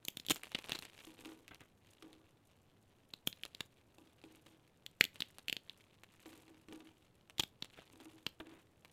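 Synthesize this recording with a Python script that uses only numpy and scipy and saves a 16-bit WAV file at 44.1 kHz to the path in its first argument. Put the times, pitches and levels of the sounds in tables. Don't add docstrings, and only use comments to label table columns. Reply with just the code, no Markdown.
import sys
import numpy as np
from scipy import signal
from scipy.fft import rfft, irfft
from scipy.io import wavfile
from scipy.ndimage import uniform_filter1d

SR = 44100
rng = np.random.default_rng(int(sys.argv[2]) if len(sys.argv) > 2 else 0)


def file_out(sig):
    cols = np.atleast_2d(sig).T
    lim = np.clip(cols, -1, 1)
    pcm = np.round(lim * 32767).astype(np.int16)
    wavfile.write(sys.argv[1], SR, pcm)


N = 393372
TIME_S = np.arange(N) / SR

# t/s, ring rms over 5 ms/dB, crack re ring/dB, tear length/s
BREAKS = [(0.051, -50, 3.5, 0.00024), (0.0838, -36.5, -2.5, 0.00035), (0.1712, -40.5, -6.5, 0.00036),
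          (0.199, -47, -8, 0.00041), (0.2649, -50, 1, 0.000046), (0.286, -39.5, -13, 0.00035),
          (0.2985, -36.5, 2.5, 0.00056), (0.3091, -28, -1, .0019), (0.3186, -34.5, -4, 0.00047),
          (0.549, -32, -20, 0.00053), (0.5531, -35.5, -29, 0.00052), (0.7199, -35, -12, 0.00062),
          (0.7518, -40.5, -11, 0.0016), (0.7894, -45, -6, 0.00059), (3.1376, -44, -14.5, 0.00054),
          (3.2734, -33.5, -1.5, 0.00094), (3.328, -47, -20, 0.000082), (3.4353, -40.5, -15, 0.000069),
          (3.5487, -47.5, -11, 0.00018), (3.607, -37.5, -11.5, 0.00078), (4.8638, -44.5, -8, 0.000035),
          (5.01, -19.5, -17.5, 0.00025), (5.0121, -30.5, -12, 0.00021), (5.0406, -34.5, -5, 0.00011),
          (5.0515, -41.5, -9, 0.00032), (5.205, -38.5, -9, 0.00047), (5.2215, -35, -30, 0.00022),
          (5.4832, -35.5, -13, .00004), (5.4977, -36, -12, 0.00017), (5.5273, -32.5, -13, 0.00017),
          (5.567, -38, -18, 0.00017), (5.6963, -45.5, -20, .0001), (7.383, -43.5, -11.5, .0001),
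          (7.3966, -34, -5, 0.0012), (7.399, -31.5, -6.5, 0.0011), (7.4052, -33.5, -19, 0.00025),
          (7.436, -38.5, -10.5, 0.00063), (7.6247, -38.5, -19, 0.00082), (8.2663, -34.5, -15, 0.00061)]
# t/s, level before mix gains/dB, loose crumbs re that level/dB
DROPPED_PIECES = [(1.071, -50, -11.5), (1.19, -51, -2), (1.256, -45.5, -7.5), (2.024, -47.5, -17),
                  (3.983, -55, -10), (4.239, -50.5, -16), (4.462, -57.5, -5), (6.258, -48, -8.5),
                  (6.33, -52, -7.5), (6.48, -55.5, -15), (6.685, -51, -12), (6.725, -45.5, -7.5),
                  (7.934, -56, -16), (8.001, -53, -1.5), (8.056, -52.5, -6), (8.404, -51, -20),
                  (8.469, -54.5, -5.5)]
# f/Hz, level/dB, t60/s
TABLE_MODES = [(318.8, 2, 0.2), (250, -9.5, 0.084), (403, -3.5, 0.037), (517, -9.5, 0.058),
               (730, -16.5, 0.083), (814, -10, 0.047), (958, -15.5, 0.1), (1182, -15, 0.07),
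               (1480, -16.5, 0.048), (1700, -24, 0.064)]
# t/s, level before mix gain/dB
CRUSHED_CRUMBS = [(0.25, -45), (0.3597, -34.5), (0.4343, -32.5), (0.5184, -38), (0.588, -34.5),
                  (0.6481, -41), (0.6952, -30), (0.824, -36), (0.852, -39), (1.48, -40.5), (1.5463, -43),
                  (1.6075, -46.5), (2.13, -47), (3.4523, -34.5), (5.1578, -40.5), (5.3844, -38.5),
                  (6.0354, -42), (7.2982, -43), (7.646, -40), (8.8487, -43.5)]
# t/s, length/s, level before mix gain/dB
WOOD_CONTACTS = [(1.508, 0.034, -48), (1.601, 0.073, -58), (7.767, 0.094, -58), (8.4, 0.021, -46),
                 (8.45, 0.2, -60)]
# start t/s, build-up/s, crackle level before mix gain/dB
GRIP_SQUEEZES = [(0.0, 0.065, -72.5), (0.32, 0.063, -59.5), (0.5, .2, -56), (0.9, 0.063, -62),
                 (1.78, 0.089, -72), (3.3, 0.11, -73.5), (3.9, 0.36, -72.5), (5.0, .22, -71),
                 (5.6, 0.14, -70), (6.0, 0.29, -68), (7.6, 0.19, -66), (8.8, 0.13, -71.5)]

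# f/Hz, relative density/dB
CRACK_SPECTRUM = [(1500, -27), (3500, -2), (5200, -5), (7200, 4.5), (9000, -2), (11000, -2), (14500, 0),
                  (16200, -17.5)]
# f/Hz, relative density/dB
JOLT_SPECTRUM = [(60, -15.5), (150, -3), (280, -1.5), (600, -6.5), (1300, -7), (2200, -13), (5000, -27)]
# f/Hz, relative density/dB
CRUMB_SPECTRUM = [(120, -8.5), (350, -3.5), (1500, -7.5), (2200, -4.5), (2750, -2), (3800, -6), (5200, -16),
                  (9000, -19.5), (16000, -32)]
# f/Hz, relative density/dB
FIZZ_SPECTRUM = [(2000, -23), (4000, -6), (7000, 3.5), (13500, 0), (16200, -20)]
# f/Hz, relative density/dB
CURL_SPECTRUM = [(600, -28), (1600, -14.5), (2300, -1.5), (3100, 0), (4300, -2), (5400, -20.5),
                 (12000, -42)]
# f/Hz, relative density/dB
WOOD_SPECTRUM = [(60, 0), (140, 5.5), (400, 5.5), (900, -0.5), (1600, 1), (3600, -5.5), (4800, -29),
                 (16000, -29)]
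# f/Hz, relative density/dB
ROOM_SPECTRUM = [(700, -0.5), (3000, -5.5), (15000, -2)]
# f/Hz, relative density/dB
HUSH_SPECTRUM = [(20, -8.5), (35, -19), (100, -3.5), (200, -10), (420, -13.5), (1100, -23), (2700, -33),
                 (5000, -38.5), (14000, -41.5), (16500, -51.5)]

HUSH_DB, TOP_HZ = -70.5, 16000
EASE_T60_S, HOLDING_DB = 1.45, -80.5
RING_HZ, TYPICAL_DB, TYPICAL_CRACK_DB, TYPICAL_TEAR_S = 3286, -36, -8.5, 0.00037
RING_FALL_OCT_PER_DB, RING_RISE_OCT_PER_DOUBLING, RING_SCATTER_OCT = 0.03, 0.071, 0.03
JOLT_DB, JOLT_DB_PER_DOUBLING, JOLT_DB_PER_CRACK_DB = -8, 2.5, 0.18


def undb(db):
    return 10 ** (np.asarray(db) / 20)


def unit(x):
    return x / np.sqrt(np.sum(x ** 2) + 1e-18)


def add(track, t_s, sound):
    i = max(int(t_s * SR), 0)
    track[i:i + len(sound)] += sound[:N - i]


def response(points, size=2048):
    hz, db = np.transpose(points)
    f_hz = np.maximum(np.fft.rfftfreq(size, 1 / SR), 1)
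    magnitude = undb(np.interp(np.log(f_hz), np.log(hz), db))
    cepstrum = irfft(np.log(magnitude))
    cepstrum[1:size // 2] *= 2
    cepstrum[size // 2 + 1:] = 0
    return unit(irfft(np.exp(rfft(cepstrum))))


def through(x, impulse_response):
    return signal.fftconvolve(x, impulse_response)[:len(x)]


def band(x, low_hz, high_hz):
    edges_hz = [low_hz, min(high_hz, SR / 2 - 1)]
    return signal.sosfilt(signal.butter(2, edges_hz, "band", fs=SR, output="sos"), x)


def fade(t_s, t60_s):
    return np.exp(-np.log(1000) * t_s / t60_s)


def mode(t_s, hz, t60_s):
    return np.sin(2 * np.pi * hz * t_s) * fade(t_s, t60_s)


def walk(rate_hz):
    hold = int(SR / rate_hz)
    steps = np.repeat(rng.standard_normal(N // hold + 1), hold)
    return uniform_filter1d(steps, hold)[:N]


def grains(per_s, spread_db):
    size = undb(spread_db * np.minimum(rng.exponential(size=N), 4))
    hits = rng.random(N) < per_s / SR
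    return unit(hits * size * rng.choice([-1, 1], N)) * np.sqrt(N)


def roughen(impulses, t60_s, size=1024):
    power = through(impulses ** 2, fade(TIME_S[:size], t60_s) ** 2)
    return np.sqrt(abs(power)) * rng.standard_normal(len(impulses))


def grit(per_s, spread_db, t60_s):
    return unit(roughen(grains(per_s, spread_db), t60_s)) * np.sqrt(N)


def burst(spectrum, t60_s, size=2048):
    noise = rng.standard_normal(size) * fade(TIME_S[:size], t60_s)
    return unit(through(noise, response(spectrum)))


def hush():
    return undb(HUSH_DB) * through(rng.standard_normal(N), response(HUSH_SPECTRUM, size=8192))


def grip():
    power = undb(HOLDING_DB) ** 2
    for t_s, build_s, db in GRIP_SQUEEZES:
        build = np.clip((TIME_S - t_s) / build_s, 0, 1)
        ease = fade(np.maximum(TIME_S - t_s - build_s, 0), EASE_T60_S)
        power = power + (undb(db) * build * ease) ** 2
    return 10 * np.log10(power)


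def crumbs(crumb_db=0.5, fizz_db=-7, tick_db=-12, wobble_db=2, wobble_hz=30):
    rasp = through(grit(310, 3.5, 0.0087), response(CRUMB_SPECTRUM))
    fizz = through(grit(140, 5.3, 0.022), response(FIZZ_SPECTRUM))
    ticks = through(grit(22, 4, 0.004), response(CURL_SPECTRUM))
    pressure_db = grip() + wobble_db * walk(wobble_hz)
    return (rasp + undb(fizz_db) * fizz + undb(tick_db) * ticks) * undb(pressure_db + crumb_db)


def fracture(hz, crack_db, jolt_db, tear_s, ring_t60_s=0.0035, curl_db=-8, curl_t60_s=0.016,
             crack_t60_s=0.0099, strain_db=-19, strain_t60_s=0.029, count=14, size=2048):
    t_s = TIME_S[:size]
    main = size // 4
    slips = np.zeros(size)
    offset = rng.normal(0.3, 1.5, count) * tear_s * SR
    place = np.clip(main + offset, 0, size - 1).astype(int)
    slips[place] = 0.4 * min(tear_s / 0.0006, 1) ** 2 * rng.standard_normal(count)
    slips[main] = 1

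    ring = unit(band(through(slips, mode(t_s, hz, ring_t60_s)), 1400, 7000))
    rattle = unit(through(roughen(slips, curl_t60_s), response(CURL_SPECTRUM)))

    gathering = fade(abs(t_s - t_s[main]), strain_t60_s) * (t_s < t_s[main])
    strain = unit(through(rng.standard_normal(size) * gathering, response(CRACK_SPECTRUM)))
    crack = unit(through(slips, burst(CRACK_SPECTRUM, crack_t60_s))) + undb(strain_db) * strain

    jolt = unit(band(through(abs(slips), response(JOLT_SPECTRUM)), 45, 4000))
    return ring + undb(curl_db) * rattle + undb(crack_db) * crack + undb(jolt_db) * jolt


def snaps():
    out = np.zeros(N)
    span = np.sqrt(0.005 * SR)
    for t_s, db, crack_db, tear_s in BREAKS:
        doublings = np.log2(tear_s / TYPICAL_TEAR_S)
        octaves = RING_RISE_OCT_PER_DOUBLING * doublings
        octaves -= RING_FALL_OCT_PER_DB * (db - TYPICAL_DB)
        octaves += RING_SCATTER_OCT * rng.normal()
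        jolt_db = JOLT_DB + JOLT_DB_PER_DOUBLING * doublings
        jolt_db += JOLT_DB_PER_CRACK_DB * (crack_db - TYPICAL_CRACK_DB)
        sound = fracture(RING_HZ * 2 ** octaves, crack_db, jolt_db, tear_s)
        add(out, t_s - (len(sound) // 4) / SR, span * undb(db) * sound)
    return out


def splinters(splinter_db=-19.5, t60_s=0.17, size=4096):
    power = np.zeros(N)
    decay = fade(TIME_S[:size], t60_s)
    for t_s, db, crack_db, tear_s in BREAKS:
        level = undb(db + crack_db + splinter_db)
        add(power, t_s, (level * decay) ** 2 * min(tear_s / 0.00042, 2))
    return np.sqrt(power) * through(grit(1300, 14, 0.013), response(CRACK_SPECTRUM))


def crunches(crunch_db=11, fizz_db=-9, length_s=0.012, rest_db=-10, t60_s=0.0032, rest_t60_s=0.016, count=4):
    out = np.zeros(N)
    for t_s, db in CRUSHED_CRUMBS:
        tick = burst(CRUMB_SPECTRUM, t60_s) + undb(fizz_db) * burst(FIZZ_SPECTRUM, t60_s)
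        add(out, t_s, undb(db + crunch_db) * tick)
        for _ in range(count):
            softer = undb(db + crunch_db + rest_db) * burst(CRUMB_SPECTRUM, rest_t60_s)
            add(out, t_s + length_s * rng.random(), softer)
    return out


def table_ring(upper_db=0, scatter_db=3, push_s=0.00044, size=10000):
    t_s = TIME_S[:size]
    first_hz, _, first_t60_s = TABLE_MODES[0]
    out = mode(t_s, first_hz, first_t60_s)
    for hz, db, t60_s in TABLE_MODES[1:]:
        mode_db = db + scatter_db * rng.normal() + upper_db * (hz > 500)
        struck = mode(t_s, hz * rng.normal(1, 0.017), t60_s)
        out = out + rng.choice([-1, 1]) * undb(mode_db) * struck
    return out * (1 - np.exp(-t_s / push_s))


def drops(knock_db=-3, upper_db=-3, tick_db=17, tick_t60_s=0.017):
    out = np.zeros(N)
    for t_s, db, _ in DROPPED_PIECES:
        add(out, t_s, undb(db + knock_db) * table_ring(upper_db))
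        add(out, t_s, undb(db + tick_db) * burst(CRUMB_SPECTRUM, tick_t60_s))
    return out


def showers(hum_db=-6.5, patter_db=-5, dust_db=-15, t60_s=0.61, size=20000, count=3):
    hum_power, patter_power = np.zeros(N), np.zeros(N)
    for t_s, db, loose_db in DROPPED_PIECES:
        flow = undb(db) * fade(TIME_S[:size], t60_s)
        add(hum_power, t_s, flow ** 2)
        add(patter_power, t_s, (flow * undb(loose_db)) ** 2)
    hum = np.zeros(N)
    for _ in range(count):
        hits = grains(120, 3.8) * np.sqrt(hum_power / count)
        hum += through(hits, unit(table_ring()))
    patter = undb(patter_db) * through(grit(300, 6.8, 0.03), response(CRUMB_SPECTRUM))
    dust = undb(dust_db) * through(grit(87, 2.4, 0.011), response(FIZZ_SPECTRUM))
    return undb(hum_db) * hum + np.sqrt(patter_power) * (patter + dust)


def wood_contacts(contact_db=1):
    envelope = np.zeros(N)
    for t_s, length_s, db in WOOD_CONTACTS:
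        done = np.linspace(0, 1, int(length_s * SR))
        add(envelope, t_s, undb(db + contact_db) * np.minimum(10 * done, 1) * (1 - done))
    return envelope * through(grit(1100, 6.6, 0.032), response(WOOD_SPECTRUM))


def room(x, wet_db=-19, t60_s=0.18, first_s=0.0077, size=16000):
    t_s = TIME_S[:size]
    noise = rng.standard_normal(size) * fade(t_s, t60_s) * (t_s > first_s)
    tail = unit(through(noise, response(ROOM_SPECTRUM)))
    return x + undb(wet_db) * through(x, tail)


def scene():
    hands = crumbs() + snaps() + splinters() + crunches()
    table = drops() + showers() + wood_contacts()
    mono = room(hands + table) + hush()
    return np.array([mono, mono])


def record(dry):
    return signal.sosfilt(signal.ellip(8, 0.2, 70, TOP_HZ, fs=SR, output="sos"), dry)


dry = scene()
out = record(dry)
file_out(out)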